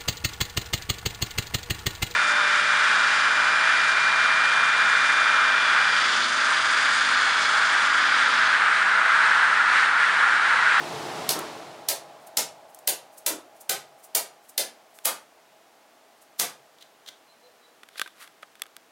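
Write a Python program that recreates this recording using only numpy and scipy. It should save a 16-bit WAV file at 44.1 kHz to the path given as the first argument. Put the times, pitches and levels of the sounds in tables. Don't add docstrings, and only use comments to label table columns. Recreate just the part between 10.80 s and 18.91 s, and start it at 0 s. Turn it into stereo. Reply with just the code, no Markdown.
import sys
import numpy as np
from scipy import signal
from scipy.fft import rfft, irfft, next_fast_len
from scipy.io import wavfile
from scipy.ndimage import uniform_filter1d, minimum_filter1d

SR = 44100
rng = np.random.default_rng(int(sys.argv[2]) if len(sys.argv) > 2 else 0)


def output_pcm(signal):
    pcm = np.clip(np.atleast_2d(signal).T, -1, 1) * 32767
    wavfile.write(sys.argv[1], SR, np.round(pcm).astype(np.int16))


N = 357802
TIME = np.arange(N) / SR
HIT_TIME = np.arange(SR // 2) / SR
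HIT_SIZE, ONSET_S = len(HIT_TIME), .02

# frequency_hz, level_db
ROOM_TONE = [(18, -79.5), (30, -36.5), (266, -8.5), (328, -7.5), (415, -6), (473, -5.5), (600, -14),
             (844, -11.5), (988, -7.5), (1220, -8), (3310, -14.5), (3980, -16), (4530, -16.5), (16000, -26)]
# frequency_hz, side_db
QUIET_WIDTH = [(60, -7.5), (110, -10), (200, -4.5), (380, -2.5), (700, 8), (1290, -1.5), (2380, -2.5),
               (4400, -6), (8120, -8.5), (15000, -17)]
# frequency_hz, level_db
AIR_RUSH = [(40, -26), (90, -7.5), (145, -0.5), (210, -1), (350, 1), (520, -0.5), (900, 4.5), (1550, -3),
            (2400, -6.5), (4000, -7.5), (9700, -19.5), (16000, -33.5)]
# pitch_hz, width_hz, level_db
HOUSING_MODES = [(148.7, 8.1, 3), (341.4, 38, 1), (436, 11, 8)]
# pitch_hz, width_hz, level_db
DUCT_MODES = [(644, 65, 0.5), (694, 68, 0.5), (766, 22, -0.5), (819, 12, 5.5), (1007, 160, -21.5)]
# frequency_hz, side_db
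FAN_WIDTH = [(60, -21), (110, -40), (200, -28), (380, -25), (700, -16.5), (1290, -14), (2380, -14),
             (4400, -13), (8120, -13), (15000, -20)]
# frequency_hz, t60_s, level_db
CABIN_REVERB = [(122, 0.74, 4.5), (324, 0.33, 9.5), (800, 0.34, 11), (2120, 0.3, 5.5), (4060, 0.26, 3.5),
                (8400, 0.22, 2.5), (14700, 0.15, -0.5)]
# frequency_hz, side_db
ECHO_WIDTH = [(60, -5.5), (110, -27.5), (200, -26), (380, -29), (700, -23), (1290, -15), (2380, -20),
              (4400, -13), (8120, -14), (15000, -18)]
# start_s, level_db, latch_lead_ms, crack_hz, crack_db, tilt_db_per_octave
SNAPS = [(0.4916, -4, 0.54, 4700, -1.5, 1.7), (1.0875, -4, 2, 4900, -4.5, 1),
         (1.5721, -3.5, 1.3, 5460, -1, -0.1), (2.076, -1, 1.7, 3900, -8, 2.5),
         (2.4646, -2.5, 1.8, 4200, -13, 0.44), (2.8959, -4, 1.65, 4360, -11, -1),
         (3.3507, -.5, 1.4, 5260, -9, 1.7), (3.7793, -4, 1.3, 4550, -3.5, 1),
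         (4.2545, -2.5, 4.45, 13000, -3.5, -0.5), (5.5975, -3.5, 4.8, 5200, -7.5, -0.5)]
# frequency_hz, level_db
SNAP_COLOUR = [(60, -33.5), (140, -9), (300, -13), (800, -8), (2000, -0.5), (4000, 0), (7000, 3.5),
               (10500, 5), (14000, 5), (16000, -2.5)]
# pitch_hz, width_hz, level_db
CASING_MODES = [(1204, 20.5, 3.5), (3520, 180, -4.5), (4040, 150, -6.5), (4650, 310, -8), (5930, 33, -8),
                (6604, 52.7, -7.5), (9360, 770, -8.5), (10900, 190, -10), (13300, 280, -9.5)]
# start_s, level_db, decay_ms
THIN_TICKS = [(0.5902, -9.5, 3.3), (1.4729, -21.5, 6.6), (1.9463, -19.5, 2.6), (1.9885, -23.5, 3.5),
              (2.383, -17, 9.3), (2.812, -18, 8.7), (3.244, -19, 12), (3.695, -19, 8.4), (4.16, -24.5, 42),
              (5.423, -28, 9)]
# start_s, level_db, rattle_ms, tilt_db_per_octave
RELAY_DROPS = [(.563, -4.5, 11, 3), (2.505, -10, 38, -2), (4.281, -10, 20, 8.5)]
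# pitch_hz, width_hz, level_db
RELAY_MODES = [(144, 30, -7.5), (330, 270, 6.5), (1200, 550, 2)]
# start_s, level_db, tilt_db_per_octave
KNOCKS = [(4.188, -31.5, 1), (7.033, -29.5, -4), (7.088, -34, -1.5), (7.1573, -32, -5.5), (7.1961, -14, -1),
          (7.2157, -9, -2.5), (7.2608, -26, -6.5), (7.276, -28.5, -3.5), (7.4756, -34, -2.5),
          (7.6303, -24.5, -6.5), (7.8196, -13.5, 2), (7.8564, -37, -5), (7.9662, -27.5, 2)]
# frequency_hz, level_db
SHELL_COLOUR = [(50, -58), (200, -19), (550, -8.5), (900, -12), (1600, 1), (3500, -2), (6000, -9),
                (11000, -6), (16000, -17)]
# pitch_hz, width_hz, level_db
SHELL_MODES = [(1220, 110, 4), (1550, 84, 3), (2150, 470, -40), (3420, 110, 3)]
# peak_s, level_db, fade_s, rasp_hz
BRUSHES = [(7.182, -36, 0.0061, 4500), (7.219, -43.5, 0.041, 3630), (7.423, -42, 0.027, 1170)]
# stop_s, level_db, travel_s
BUTTON_STROKES = [(6.027, -21.5, .043), (6.2888, -13, .0277)]
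# travel_left_share, level_db, decay_ms
STROKE_STAGES = [(0.97, -10.5, 2.5), (.33, -2.5, 8.7), (0.056, 0, 3.6)]
# pitch_hz, width_hz, level_db
BUTTON_MODES = [(620, 270, -2.5), (1830, 900, -3.5), (3280, 450, 5.5), (3800, 470, 4), (5800, 550, -8)]
# start_s, level_db, pitch_hz
SQUEAKS = [(6.46, -60, 4080), (6.61, -60, 4060), (6.61, -59, 500), (6.79, -62, 485), (6.80, -61, 3920)]


def undb(db):
    return 10 ** (np.asarray(db) / 20)


def unit(x):
    return x / np.sqrt(np.sum(x ** 2) + 1e-18)


def unit_rms(x):
    return x / np.std(x)


def freqs(x):
    return np.maximum(np.fft.rfftfreq(x.shape[-1], 1 / SR), 1)


def along(points, hz):
    f, value = np.transpose(points)
    return np.interp(np.log(hz), np.log(f), value)


def colour(x, points, tilt=0):
    f, n = freqs(x), x.shape[-1]
    curve_db = along(points, f) + tilt * np.log2(np.maximum(f, 1000) / 1000)
    cepstrum = irfft(np.log(undb(curve_db)), n)
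    cepstrum[1:n // 2] *= 2
    cepstrum[n // 2 + 1:] = 0
    return irfft(rfft(x) * np.exp(rfft(cepstrum)), n)


def ring(x, modes):
    f = freqs(x)
    response = sum(undb(db) / (1 + 1j * (f * f - hz * hz) / (f * width)) for hz, width, db in modes)
    return irfft(rfft(x) * response, x.shape[-1])


def band(x, hz, share):
    mode = [(hz, hz * share, 0)]
    return ring(ring(x, mode), mode)


def stereo_noise(size, width):
    mid, side = rng.standard_normal((2, size))
    side = colour(side, width)
    return np.array([mid + side, mid - side])


def contact(decay_ms, delay_s=0, spread_db=4):
    age_ms = (HIT_TIME - ONSET_S - delay_s) * 1000
    rise_ms = max(decay_ms - 3, .01)
    envelope = np.exp(-np.abs(age_ms) / np.where(age_ms < 0, rise_ms, max(decay_ms, .1)))
    impacts = rng.standard_normal(HIT_SIZE) * undb(spread_db * rng.standard_normal(HIT_SIZE))
    return unit(impacts * envelope)


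def even_out(force, span_hz=900):
    spectrum = rfft(force)
    power = uniform_filter1d(np.abs(spectrum) ** 2, int(span_hz * len(force) / SR))
    return unit(irfft(spectrum / np.sqrt(np.abs(power) + 1e-12), len(force)))


def add(out, at_s, hit):
    start = int((at_s - ONSET_S) * SR)
    hit = hit[..., :N - start]
    out[:, start:start + hit.shape[-1]] += hit


def cabin(wet_db=0, build_s=0.0074, first_echo_s=0.0005):
    noise = stereo_noise(HIT_SIZE, ECHO_WIDTH)
    f, spectrum, response = freqs(noise), rfft(noise), 0
    age = np.maximum(HIT_TIME - first_echo_s, 0)
    centres_hz = np.array(CABIN_REVERB)[:, 0]
    for this_band, (_, t60, db) in zip(np.eye(len(CABIN_REVERB)), CABIN_REVERB):
        weight = along(np.column_stack([centres_hz, this_band]), f)
        envelope = unit((1 - np.exp(-age / build_s)) * np.exp(-np.log(1000) * age / t60))
        response = response + undb(db + wet_db) * envelope * irfft(spectrum * weight, HIT_SIZE)
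    response[:, 0] += 1
    return response


def at_mics(hit, room):
    return signal.fftconvolve(hit[None], room, axes=1)[:, :HIT_SIZE]


def room_tone(level_db=-57):
    noise = stereo_noise(next_fast_len(N), QUIET_WIDTH)
    return undb(level_db) * unit_rms(colour(noise, ROOM_TONE))[:, :N]


def fan(off_s=0.56, coast_s=0.7, rush_db=-34.5, duct_db=-41.5, flutter_db=-0.13):
    speed = 1 / (1 + np.maximum(TIME - off_s, 0) / coast_s)
    size = next_fast_len(N)
    wander = np.interp(TIME, np.linspace(0, TIME[-1], 120), rng.standard_normal(120))
    air = colour(stereo_noise(size, FAN_WIDTH), AIR_RUSH)
    rush = unit_rms(air + ring(air, HOUSING_MODES))[:, :N]
    whirr = ring(stereo_noise(size, FAN_WIDTH), DUCT_MODES)
    duct = unit_rms(band(whirr, hz=694, share=3))[:, :N]
    rush *= undb(rush_db + 60 * np.log10(speed))
    duct *= undb(duct_db + 22 * np.log10(speed))
    return undb(flutter_db * wander) * (rush + duct)


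def snap_force(lead_ms, bounce_ms, bounce_s, slide_db=-22, bounce_db=-4, rattle_db=-8.5):
    lead_s = lead_ms / 1000
    swell = (HIT_TIME < ONSET_S) * np.exp(-np.abs(HIT_TIME - ONSET_S) / (0.81 * lead_s))
    slide = undb(slide_db) * lead_ms * unit(rng.standard_normal(HIT_SIZE) * swell)
    latch = undb(0.5 - 3 * lead_ms) * contact(0.37 * lead_ms, delay_s=-lead_s)
    bounce = contact(bounce_ms, delay_s=bounce_s * rng.uniform(0.89, 1.2))
    slam = contact(decay_ms=0.99)
    blow = even_out(slide + latch + slam + undb(bounce_db) * bounce, span_hz=429)
    rattle = unit(contact(5.7 * lead_ms, spread_db=8) * (HIT_TIME > ONSET_S))
    return blow + undb(rattle_db) * rattle, bounce


def breakers(gain_db=8.5, panel_db=-13, bounce_ms=1.35, bounce_s=.0021, detune=0.021):
    out = np.zeros((2, N))
    for start_s, db, lead_ms, crack_hz, crack_db, tilt in SNAPS:
        force, bounce = snap_force(lead_ms, bounce_ms, bounce_s)
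        modes = [(hz * (1 + detune * rng.standard_normal()), width, mode_db)
                 for hz, width, mode_db in CASING_MODES]
        casing = undb(gain_db + db) * unit(colour(force + ring(force, modes), SNAP_COLOUR, tilt))
        thump = even_out(contact(bounce_ms, bounce_s), span_hz=100)
        panel = undb(panel_db) * unit(band(thump, hz=586, share=1))
        add(out, start_s, at_mics(casing + panel, cabin()))
        smack = even_out(contact(bounce_ms) + bounce)
        crack = undb(gain_db + db + crack_db) * unit(band(smack, crack_hz, share=0.97))
        add(out, start_s, at_mics(crack, cabin(wet_db=-3)))
    return out


def thin_ticks(tick_hz=9500, graze_lead_s=.045, graze_db=-13, graze_ms=19):
    out, room = np.zeros((2, N)), cabin(wet_db=-12)
    for start_s, db, decay_ms in THIN_TICKS:
        graze = (start_s - graze_lead_s, db + graze_db, graze_ms)
        for at_s, touch_db, touch_ms in [graze, (start_s, db, decay_ms)]:
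            tick = unit(band(even_out(contact(touch_ms)), tick_hz, share=1.1))
            add(out, at_s, undb(touch_db) * at_mics(tick, room))
    return out


def relays():
    out, room = np.zeros((2, N)), cabin(wet_db=-7.5)
    for start_s, db, rattle_ms, tilt in RELAY_DROPS:
        force = even_out(contact(rattle_ms))
        thud = sum(undb(mode_db + tilt * np.log2(hz)) * band(force, hz, width / hz)
                   for hz, width, mode_db in RELAY_MODES)
        add(out, start_s, undb(db) * at_mics(unit(thud), room))
    return out


def camera_knocks(gain_db=11, pan_db=-2.4, unlike_share=0.38, creak_span_s=(7.6, 7.97), creak_db=-38):
    out, left_right = np.zeros((2, N)), np.array([[1], [-1]])
    pan = undb(pan_db * left_right / 2)
    creaks = [(np.interp(when, [0, 1], creak_span_s), creak_db, 2 * hardness - 1)
              for when, hardness in rng.random((6, 2))]
    for start_s, db, tilt in list(KNOCKS) + creaks:
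        decay_ms = 2 ** (-tilt / 3.5)
        mid, side = even_out(contact(decay_ms)), even_out(contact(decay_ms))
        force = mid + unlike_share * left_right * side
        shell = colour(force + ring(force, SHELL_MODES), SHELL_COLOUR, tilt)
        add(out, start_s, undb(db + gain_db) * pan * np.array([unit(channel) for channel in shell]))
    return out


def button():
    out, room = np.zeros((2, N)), cabin(wet_db=-12)
    for stop_s, db, travel_s in BUTTON_STROKES:
        for travel_left, stage_db, decay_ms in STROKE_STAGES:
            click = unit(ring(even_out(contact(decay_ms)), BUTTON_MODES))
            add(out, stop_s - travel_left * travel_s, undb(db + stage_db) * at_mics(click, room))
    return out


def far_squeaks(length_s=0.09, rise=0.0324, waver=0.019):
    out = np.zeros((2, N))
    progress = np.clip((HIT_TIME - ONSET_S) / length_s, 0, 1)
    for start_s, db, pitch_hz in SQUEAKS:
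        wobble = 1 + waver * unit_rms(uniform_filter1d(rng.standard_normal(HIT_SIZE), size=120))
        hz = pitch_hz * (1 + rise * (progress - .5)) * wobble
        whistle = np.sin(np.pi * progress) ** 2 * np.sin(2 * np.pi * np.cumsum(hz) / SR)
        add(out, start_s, undb(db) * at_mics(whistle, cabin(wet_db=-7)))
    return out


def camera_brushes(catch_db=2, rasp_share=0.24, rasp_db=6):
    out, middle_s = np.zeros((2, N)), HIT_TIME.mean()
    for peak_s, db, fade_s, rasp_hz in BRUSHES:
        catches = undb(catch_db * np.repeat(rng.standard_normal(HIT_SIZE), 64)[:HIT_SIZE])
        skin = catches * stereo_noise(HIT_SIZE, QUIET_WIDTH)
        rasp = ring(skin, [(rasp_hz, rasp_hz * rasp_share, rasp_db)])
        rub = unit_rms(colour(skin + rasp, SHELL_COLOUR))
        envelope = np.exp(-np.abs(HIT_TIME - middle_s) / fade_s)
        add(out, peak_s - middle_s + ONSET_S, undb(db) * rub * envelope)
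    return out


def scene():
    panel = breakers() + button() + thin_ticks() + relays()
    handling = camera_knocks() + camera_brushes()
    return panel + handling + far_squeaks() + fan() + room_tone()


def record(dry, low_cut_hz=60, limit_db=-3.5, limit_s=.001, top_hz=15950):
    thinned = signal.sosfilt(signal.butter(2, low_cut_hz, "high", fs=SR, output="sos"), dry)
    span = int(limit_s * SR) + 1
    allowed = undb(limit_db) / np.maximum(np.abs(thinned).max(axis=0), undb(limit_db))
    gain = uniform_filter1d(minimum_filter1d(allowed, span), span)
    return signal.sosfilt(signal.ellip(10, .2, 70, top_hz, fs=SR, output="sos"), gain * thinned)


dry = scene()
out = record(dry)
output_pcm(out)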